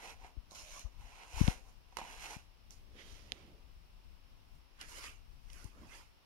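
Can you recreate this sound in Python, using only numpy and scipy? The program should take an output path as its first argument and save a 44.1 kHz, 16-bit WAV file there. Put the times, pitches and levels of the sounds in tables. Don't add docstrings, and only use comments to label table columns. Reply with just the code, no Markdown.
import sys
import numpy as np
from scipy import signal
from scipy.fft import rfft, irfft, next_fast_len
from scipy.io import wavfile
from scipy.ndimage import uniform_filter1d

SR = 44100
rng = np.random.default_rng(int(sys.argv[2]) if len(sys.argv) > 2 else 0)


def dump_mix(stems):
    frames = np.atleast_2d(stems).T
    limited = np.clip(frames, -1, 1)
    pcm = np.round(limited * 32767).astype(np.int16)
    wavfile.write(sys.argv[1], SR, pcm)


N = 275625
TIME = np.arange(N) / SR
AIR_DB, STROKE_DB, TOP_HZ = -72.3, 20, 15800

# frequency_hz, relative_db
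AIR_SPECTRUM = [(120, -6), (250, 2), (450, -3), (950, 0), (1800, -7.5), (2800, -2.5), (3500, -7.5),
                (4800, -8.5), (5400, -5), (6200, -17), (7600, -23.5), (11000, -18), (16000, -22)]
DRAUGHT_SPECTRUM = [(10, -19.5), (25, 3.5), (45, -0.5), (80, -9.5), (130, -18), (250, -26.5), (600, -52)]
CARD_SPECTRUM = [(60, -22), (200, -5), (480, -1.5), (1300, -2), (3200, -6.5), (3700, -7.5), (6500, -2.5),
                 (7800, -10), (11500, -7.5), (13500, -21.5), (16000, -23)]
# frequency_hz, relative_db
CLOTH_SPECTRUM = [(20, -24), (60, 8.5), (130, -5.0), (350, -6.5), (600, -12.5), (1500, -43)]
# frequency_hz, left_minus_right_db
AIR_BALANCE = [(200, -1.5), (400, -10.5), (1000, 4.5), (2000, -4), (4400, 5), (5400, -0.5), (8000, -7),
               (15000, -5.5)]
FRICTION_BALANCE = [(200, -2), (750, 0), (1100, -6.5), (1400, 2), (2400, -8.5), (4400, -1), (6000, -11),
                    (8000, -21.5), (15000, -1.5)]
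# frequency_hz, lead_s
LEFT_LEAD = [(900, 0.00004), (2000, 0.00031), (4000, 0.0003924)]
# frequency_hz, t60_s
WALL_DECAY = [(200, 0.69), (2000, 0.15), (10000, 0.3)]

# centre_hz, half_width_hz, lift_db
STOCK_MODES = [(1050, 110, 2.5), (1480, 110, 3), (2170, 180, 3), (2900, 320, 3.5), (4870, 640, 3),
               (10200, 630, 0.5)]
NECK_MODES = [(400, 130, 6), (1960, 280, 4), (3380, 1030, 6.5), (5340, 1060, 6), (10600, 640, 1)]
HANDLE_MODES = [(633, 56, 11), (1060, 120, 8), (2530, 640, 9.5), (4010, 540, 9), (5950, 1030, 8),
                (11800, 2500, 1)]
TUBE_MODES = [(500, 43, 3.5), (748, 52, 11.5), (940, 71, 12.5), (1070, 34, 6.5), (1500, 250, 2),
              (2100, 190, 4), (2670, 340, 6), (4050, 230, 5), (5740, 1000, 3), (11200, 190, 2.5)]

# full_speed_s, rise_s, hold_s, release_s, relative_db
ARM_SWINGS = [(2.96, 0.14, 0.025, 0.23, -61), (3.408, 0.7, 0.12, 0.21, -59),
              (5.818, 0.16, 0.017, 0.11, -57)]
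# centre_s, peak_db, pitch_hz
AIR_PUFFS = [(0.378, -36.5, 46.7), (0.852, -34, 44.3), (1.342, -39, 44.5), (1.371, -34, 45.6),
             (1.408, -32, 173), (1.4146, -12, 127), (1.441, -25, 68.4), (1.4835, -13.5, 126),
             (2.3677, -38.5, 128), (5.655, -37.5, 75)]
# start_s, source_peak_db, left_minus_right_db, pitch_hz, rise_cycles
SOFT_BUMPS = [(.367, -56.5, 14.5, 248, 0.24), (.841, -59, 16, 170, 0.24), (5.643, -52, -1, 245, 0.26),
              (5.818, -50.5, -10, 227, 0.29), (5.832, -51, -1, 277, 0.45), (5.847, -54, 0, 224, 0.44)]
CARD_SNAPS = [(.5103, -42.5, -7, 4100, 1.9), (1.4783, -22, -20, 3100, 0.28),
              (2.7073, -39.5, -13, 6050, 1.14), (3.3203, -22, -19.5, 3360, 0.41),
              (4.8134, -31.5, -3, 4770, 1), (5.5003, -45, -5, 2900, 4.5), (5.532, -40, -5, 5330, 1.6)]
# start_s, source_peak_db, left_minus_right_db, tilt_db_per_octave
CARD_TAPS = [(0.246, -42, -1, -5.5), (0.5185, -48, 0, -10), (0.5496, -41, -3, 5.5),
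             (0.611, -49.5, -6, -2.5), (0.794, -39, 3, 6), (1.4037, -36, 12, -2), (1.472, -36, 5, -9),
             (1.481, -25, 1, -9.5), (1.9244, -51, -10, -6), (1.9697, -27.5, -25, 1),
             (1.9868, -30.5, -2, -2.5), (1.9923, -43, -2, -4.5), (2.0152, -36.5, -6, -10),
             (2.1276, -50, -12, 5), (3.3206, -44, -15, -22), (4.812, -36.5, -10, 2.5), (5.041, -38, 11, -1),
             (5.6425, -47.5, -16, 15)]
# full_speed_s, rise_s, hold_s, release_s, scrape_db, hollow_over_scrape_db, fizz_over_scrape_db
SLEEVE_STROKES = [(5.55, 0.13, 0.11, 0.095, -68, -2.5, 0.5), (5.825, 0.26, 0.011, 0.059, -75.5, 9.5, -3),
                  (5.955, 0.16, .015, 0.12, -60.5, -3.5, -3)]
PALM_STROKES = [(4.815, 0.031, 0.004, 0.083, -53, -4.5, -8.5), (4.895, 0.072, 0.026, .1, -65, -5, 3.5),
                (4.97, 0.13, 0.015, 0.087, -56, -5, -1), (5.04, 0.11, 0.025, 0.1, -53.5, -7, -4.5)]
GRIP_STROKES = [(2.71, 0.012, .015, 0.09, -76, 0, 11), (2.995, 0.067, 0.0082, 0.13, -59.5, -9, -10.5),
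                (3.08, 0.16, 0.044, 0.35, -66, -4, -1), (3.35, 0.27, 0.059, 0.19, -69, -1, -9.5)]
FINGER_STROKES = [(.518, 0.021, 0.018, 0.067, -75, 14, 13.5), (.555, 0.013, 0.028, 0.21, -59.5, -2.5, 3.5),
                  (.725, .15, 0.084, 0.067, -62, -1, 3.5), (.857, 0.029, 0.0027, .05, -80.5, 17, -5)]
BOLT_STROKES = [(.04, 0.13, 0.071, 0.057, -57.5, 1, -4.5), (.245, 0.13, 0.021, 0.076, -66.5, 6.5, -5.5),
                (1.01, 0.04, 0.25, 0.23, -70.5, 1, -4), (1.22, 0.31, 0.018, 0.057, -61.5, 1, -8.5),
                (1.39, 0.12, 0.11, 0.097, -51, 0, -2), (1.68, 0.1, 0.0074, .1, -77.5, 10.5, 3.5),
                (1.99, 0.024, .01, 0.19, -54.5, -0.5, -8.5), (2.11, 0.18, .02, .15, -60, 1.5, -3),
                (2.225, 0.11, 0.041, 0.13, -54, -4, -4), (2.31, 0.069, 0.031, 0.078, -56.5, 3, -2)]


def amp(db):
    return 10 ** (np.asarray(db) / 20)


def unit_rms(x):
    return x / np.sqrt(np.mean(x ** 2) + 1e-20)


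def curve_at(points, hz):
    knots_hz, values = np.transpose(points)
    return np.interp(np.log(hz + 1), np.log(knots_hz + 1), values)


def wobble(rate_hz):
    knots = rng.standard_normal(int(N * rate_hz / SR) + 2)
    return np.interp(TIME * rate_hz, np.arange(len(knots)), knots)


def filtered(x, response):
    size = x.shape[-1]
    padded = next_fast_len(size + 8192)
    return irfft(rfft(x, padded) * response(np.fft.rfftfreq(padded, 1 / SR)), padded)[..., :size]


def panned(pan_db):
    left = amp(np.atleast_1d(pan_db))
    return 2 * np.array([left, np.ones_like(left)]) / (1 + left)


def add(track, start_s, sound):
    room = track[..., round(start_s * SR):][..., :sound.shape[-1]]
    room += sound[..., :room.shape[-1]]


def gesture(t, full_speed_s, rise_s, hold_s, release_s):
    before = np.maximum(full_speed_s - t, 0) / rise_s
    after = np.maximum(t - full_speed_s - hold_s, 0) / release_s
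    return amp(-STROKE_DB * (before + after))


def port_delay(hz):
    return np.exp(1j * np.pi * hz * curve_at(LEFT_LEAD, hz) * np.array([[1], [-1]]))


def with_scatter(sound, wet_db):
    hz, t, noise = signal.stft(rng.standard_normal((2, SR // 5)), SR, nperseg=256)
    decay = amp(-60 * t / curve_at(WALL_DECAY, hz)[:, None]) + 1.8 * amp(-60 * t / 0.052)
    tail = signal.istft(noise * decay, SR, nperseg=256)[1]
    out = amp(wet_db) * signal.fftconvolve(sound, tail / np.linalg.norm(tail[0]), axes=1)
    add(out, 0, filtered(sound, port_delay))
    return out


def shell_db(modes, hz):
    lifts_db = sum(lift / (1 + ((hz - centre) / width) ** 4) for centre, width, lift in modes)
    return curve_at(CARD_SPECTRUM, hz) + lifts_db


def shell_impulse(modes, tilt_db, size=2048):
    hz = np.fft.rfftfreq(size, 1 / SR)
    softness = 1 / (1 + (hz / 11000) ** 4)
    magnitude = softness * amp(shell_db(modes, hz) + tilt_db * np.log2(1 + hz / 500))
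    cepstrum = irfft(np.log(magnitude))
    cepstrum[1:size // 2] *= 2
    cepstrum[size // 2 + 1:] = 0
    return irfft(np.exp(rfft(cepstrum)))


def outdoor_air(left_db=-56, right_db=-67):
    hiss = filtered(rng.standard_normal((2, N)),
                    lambda hz: amp(curve_at(AIR_SPECTRUM, hz)) * panned(curve_at(AIR_BALANCE, hz)))
    rumble = filtered(rng.standard_normal((2, N)), lambda hz: amp(curve_at(DRAUGHT_SPECTRUM, hz)))
    draught = unit_rms(rumble) * amp(3.9 * wobble(rate_hz=9)) * amp([[left_db], [right_db]])
    return amp(AIR_DB) * hiss / np.std(hiss.mean(axis=0)) + draught


def cloth_flutter(gain_db=-2, pan_db=-3):
    swing = sum(amp(db) * gesture(TIME, *timing) for *timing, db in ARM_SWINGS)
    noise = rng.standard_normal(N) + 0.33 * rng.standard_normal((2, N))
    cloth = unit_rms(filtered(noise, lambda hz: amp(curve_at(CLOTH_SPECTRUM, hz))))
    return cloth * swing * amp(gain_db + wobble(rate_hz=25)) * panned(pan_db)


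def air_puffs(low_cut_hz=42, damping=0.53, right_db=-34):
    pressure, t = np.zeros(N), np.arange(-2048, 2048) / SR
    for centre_s, db, hz in AIR_PUFFS:
        phase = 2 * np.pi * hz * t
        add(pressure, centre_s + t[0], amp(db) * phase * np.exp((1 - phase ** 2) / 2))
    low_cut = lambda f: -f * f / (low_cut_hz ** 2 - f * f + 1j * damping * f * low_cut_hz)
    return filtered(pressure, low_cut) * amp([[0], [right_db]])


def patch_flips(flips, grit, wet_db):
    out, t = np.zeros((2, N)), np.arange(SR // 16) / SR
    for start_s, db, pan_db, hz, rise_cycles in flips:
        age = hz * t / rise_cycles
        roughness = filtered(rng.standard_normal(len(t)), lambda f: 1 / (1 + (f / (2.23 * hz)) ** 4))
        crunch = grit * rise_cycles * unit_rms(roughness)
        pop = (np.sin(2 * np.pi * hz * t) + crunch) * age * np.exp(1 - age)
        pop = signal.lfilter(*signal.butter(2, hz / 2, "highpass", fs=SR), pop)
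        add(out, start_s, with_scatter(amp(db) * panned(pan_db) * pop / np.abs(pop).max(), wet_db))
    return out


def card_taps(crunch_t60_s=0.008, rattle_db=-18, rattle_t60_s=0.073, wet_db=-7):
    out, t = np.zeros((2, N)), np.arange(SR // 16) / SR
    envelope = amp(-60 * t / crunch_t60_s) + amp(rattle_db - 60 * t / rattle_t60_s)
    for start_s, db, pan_db, tilt_db in CARD_TAPS:
        force = rng.standard_normal(len(t)) * envelope
        tap = signal.fftconvolve(force, shell_impulse(TUBE_MODES, tilt_db))
        add(out, start_s, with_scatter(amp(db) * panned(pan_db) * tap / np.abs(tap).max(), wet_db))
    return out


def friction(strokes, modes, slips_hz, spread_db, patchy_db, pan_db, wet_db, size=512):
    start_s, end_s = max(round(strokes[0][0] - .4, 1), 0), round(strokes[-1][0] + .6, 1)
    span = slice(round(start_s * SR), round(end_s * SR))
    slipping = rng.random(N)[span] < slips_hz / SR
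    force, spread = rng.standard_normal((2, N))[:, span]
    scatter = rng.standard_normal((2, N))[:, span]
    slips = unit_rms(slipping * force * amp(spread_db * np.clip(spread, -2, 2)))
    frames = dict(nperseg=size, noverlap=size * 3 // 4)
    hz, t, spectra = signal.stft(np.vstack([slips, scatter]), SR, **frames)
    scrape = spectra[0] * port_delay(hz)[..., None] + amp(wet_db) * spectra[1:]
    scrape *= (amp(shell_db(modes, hz)) * panned(curve_at(FRICTION_BALANCE, hz) + pan_db))[..., None]
    patches = rng.standard_normal((len(hz), 3 * size))[:, :len(t)]
    patches = uniform_filter1d(uniform_filter1d(patches, size=3, axis=0), size=14, axis=1)
    depth_db = patchy_db / (1 + hz[:, None] / 5000)
    scrape *= amp(depth_db * unit_rms(patches))
    hollow = 1 / (1 + (hz / 1400) ** 10)
    fizz = 1 - 1 / (1 + (hz / 4000) ** 10)
    bands = [1 - hollow - fizz, hollow, fizz]
    stroke_levels = [np.outer(amp([db, db + hollow_db, db + fizz_db]), gesture(start_s + t, *timing))
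                     for *timing, db, hollow_db, fizz_db in strokes]
    levels = np.sqrt(sum(level ** 2 for level in stroke_levels))
    power = np.mean(abs(scrape.mean(axis=0)) ** 2, axis=1) * 4 / 3
    gain = sum(np.outer(band, level) / np.sqrt(power @ band ** 2) for band, level in zip(bands, levels))
    out = np.zeros((2, N))
    add(out, start_s, signal.istft(scrape * gain, SR, **frames)[1])
    return out


def sleeve_rustle():
    return friction(SLEEVE_STROKES, STOCK_MODES,
                    slips_hz=6900, spread_db=3, patchy_db=6, pan_db=-3.5, wet_db=3)


def hand_rubs():
    fingers = friction(FINGER_STROKES, HANDLE_MODES,
                       slips_hz=2730, spread_db=0.5, patchy_db=4.5, pan_db=0.5, wet_db=0)
    grip = friction(GRIP_STROKES, NECK_MODES,
                    slips_hz=5270, spread_db=3.5, patchy_db=2.5, pan_db=-4.5, wet_db=2)
    palm = friction(PALM_STROKES, STOCK_MODES,
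                    slips_hz=2480, spread_db=-1.5, patchy_db=5, pan_db=-0.5, wet_db=2)
    return fingers + grip + palm


def bolt_scrape():
    return friction(BOLT_STROKES, TUBE_MODES,
                    slips_hz=4040, spread_db=1, patchy_db=2, pan_db=-0.5, wet_db=-2)


def scene():
    sliding = bolt_scrape() + hand_rubs() + sleeve_rustle()
    snaps = patch_flips(CARD_SNAPS, grit=0.33, wet_db=-19.5)
    bumps = patch_flips(SOFT_BUMPS, grit=1.0, wet_db=-2)
    return sliding + snaps + bumps + card_taps() + air_puffs() + cloth_flutter() + outdoor_air()


def record(dry):
    return filtered(dry, lambda hz: hz < TOP_HZ)


dry = scene()
out = record(dry)
dump_mix(out)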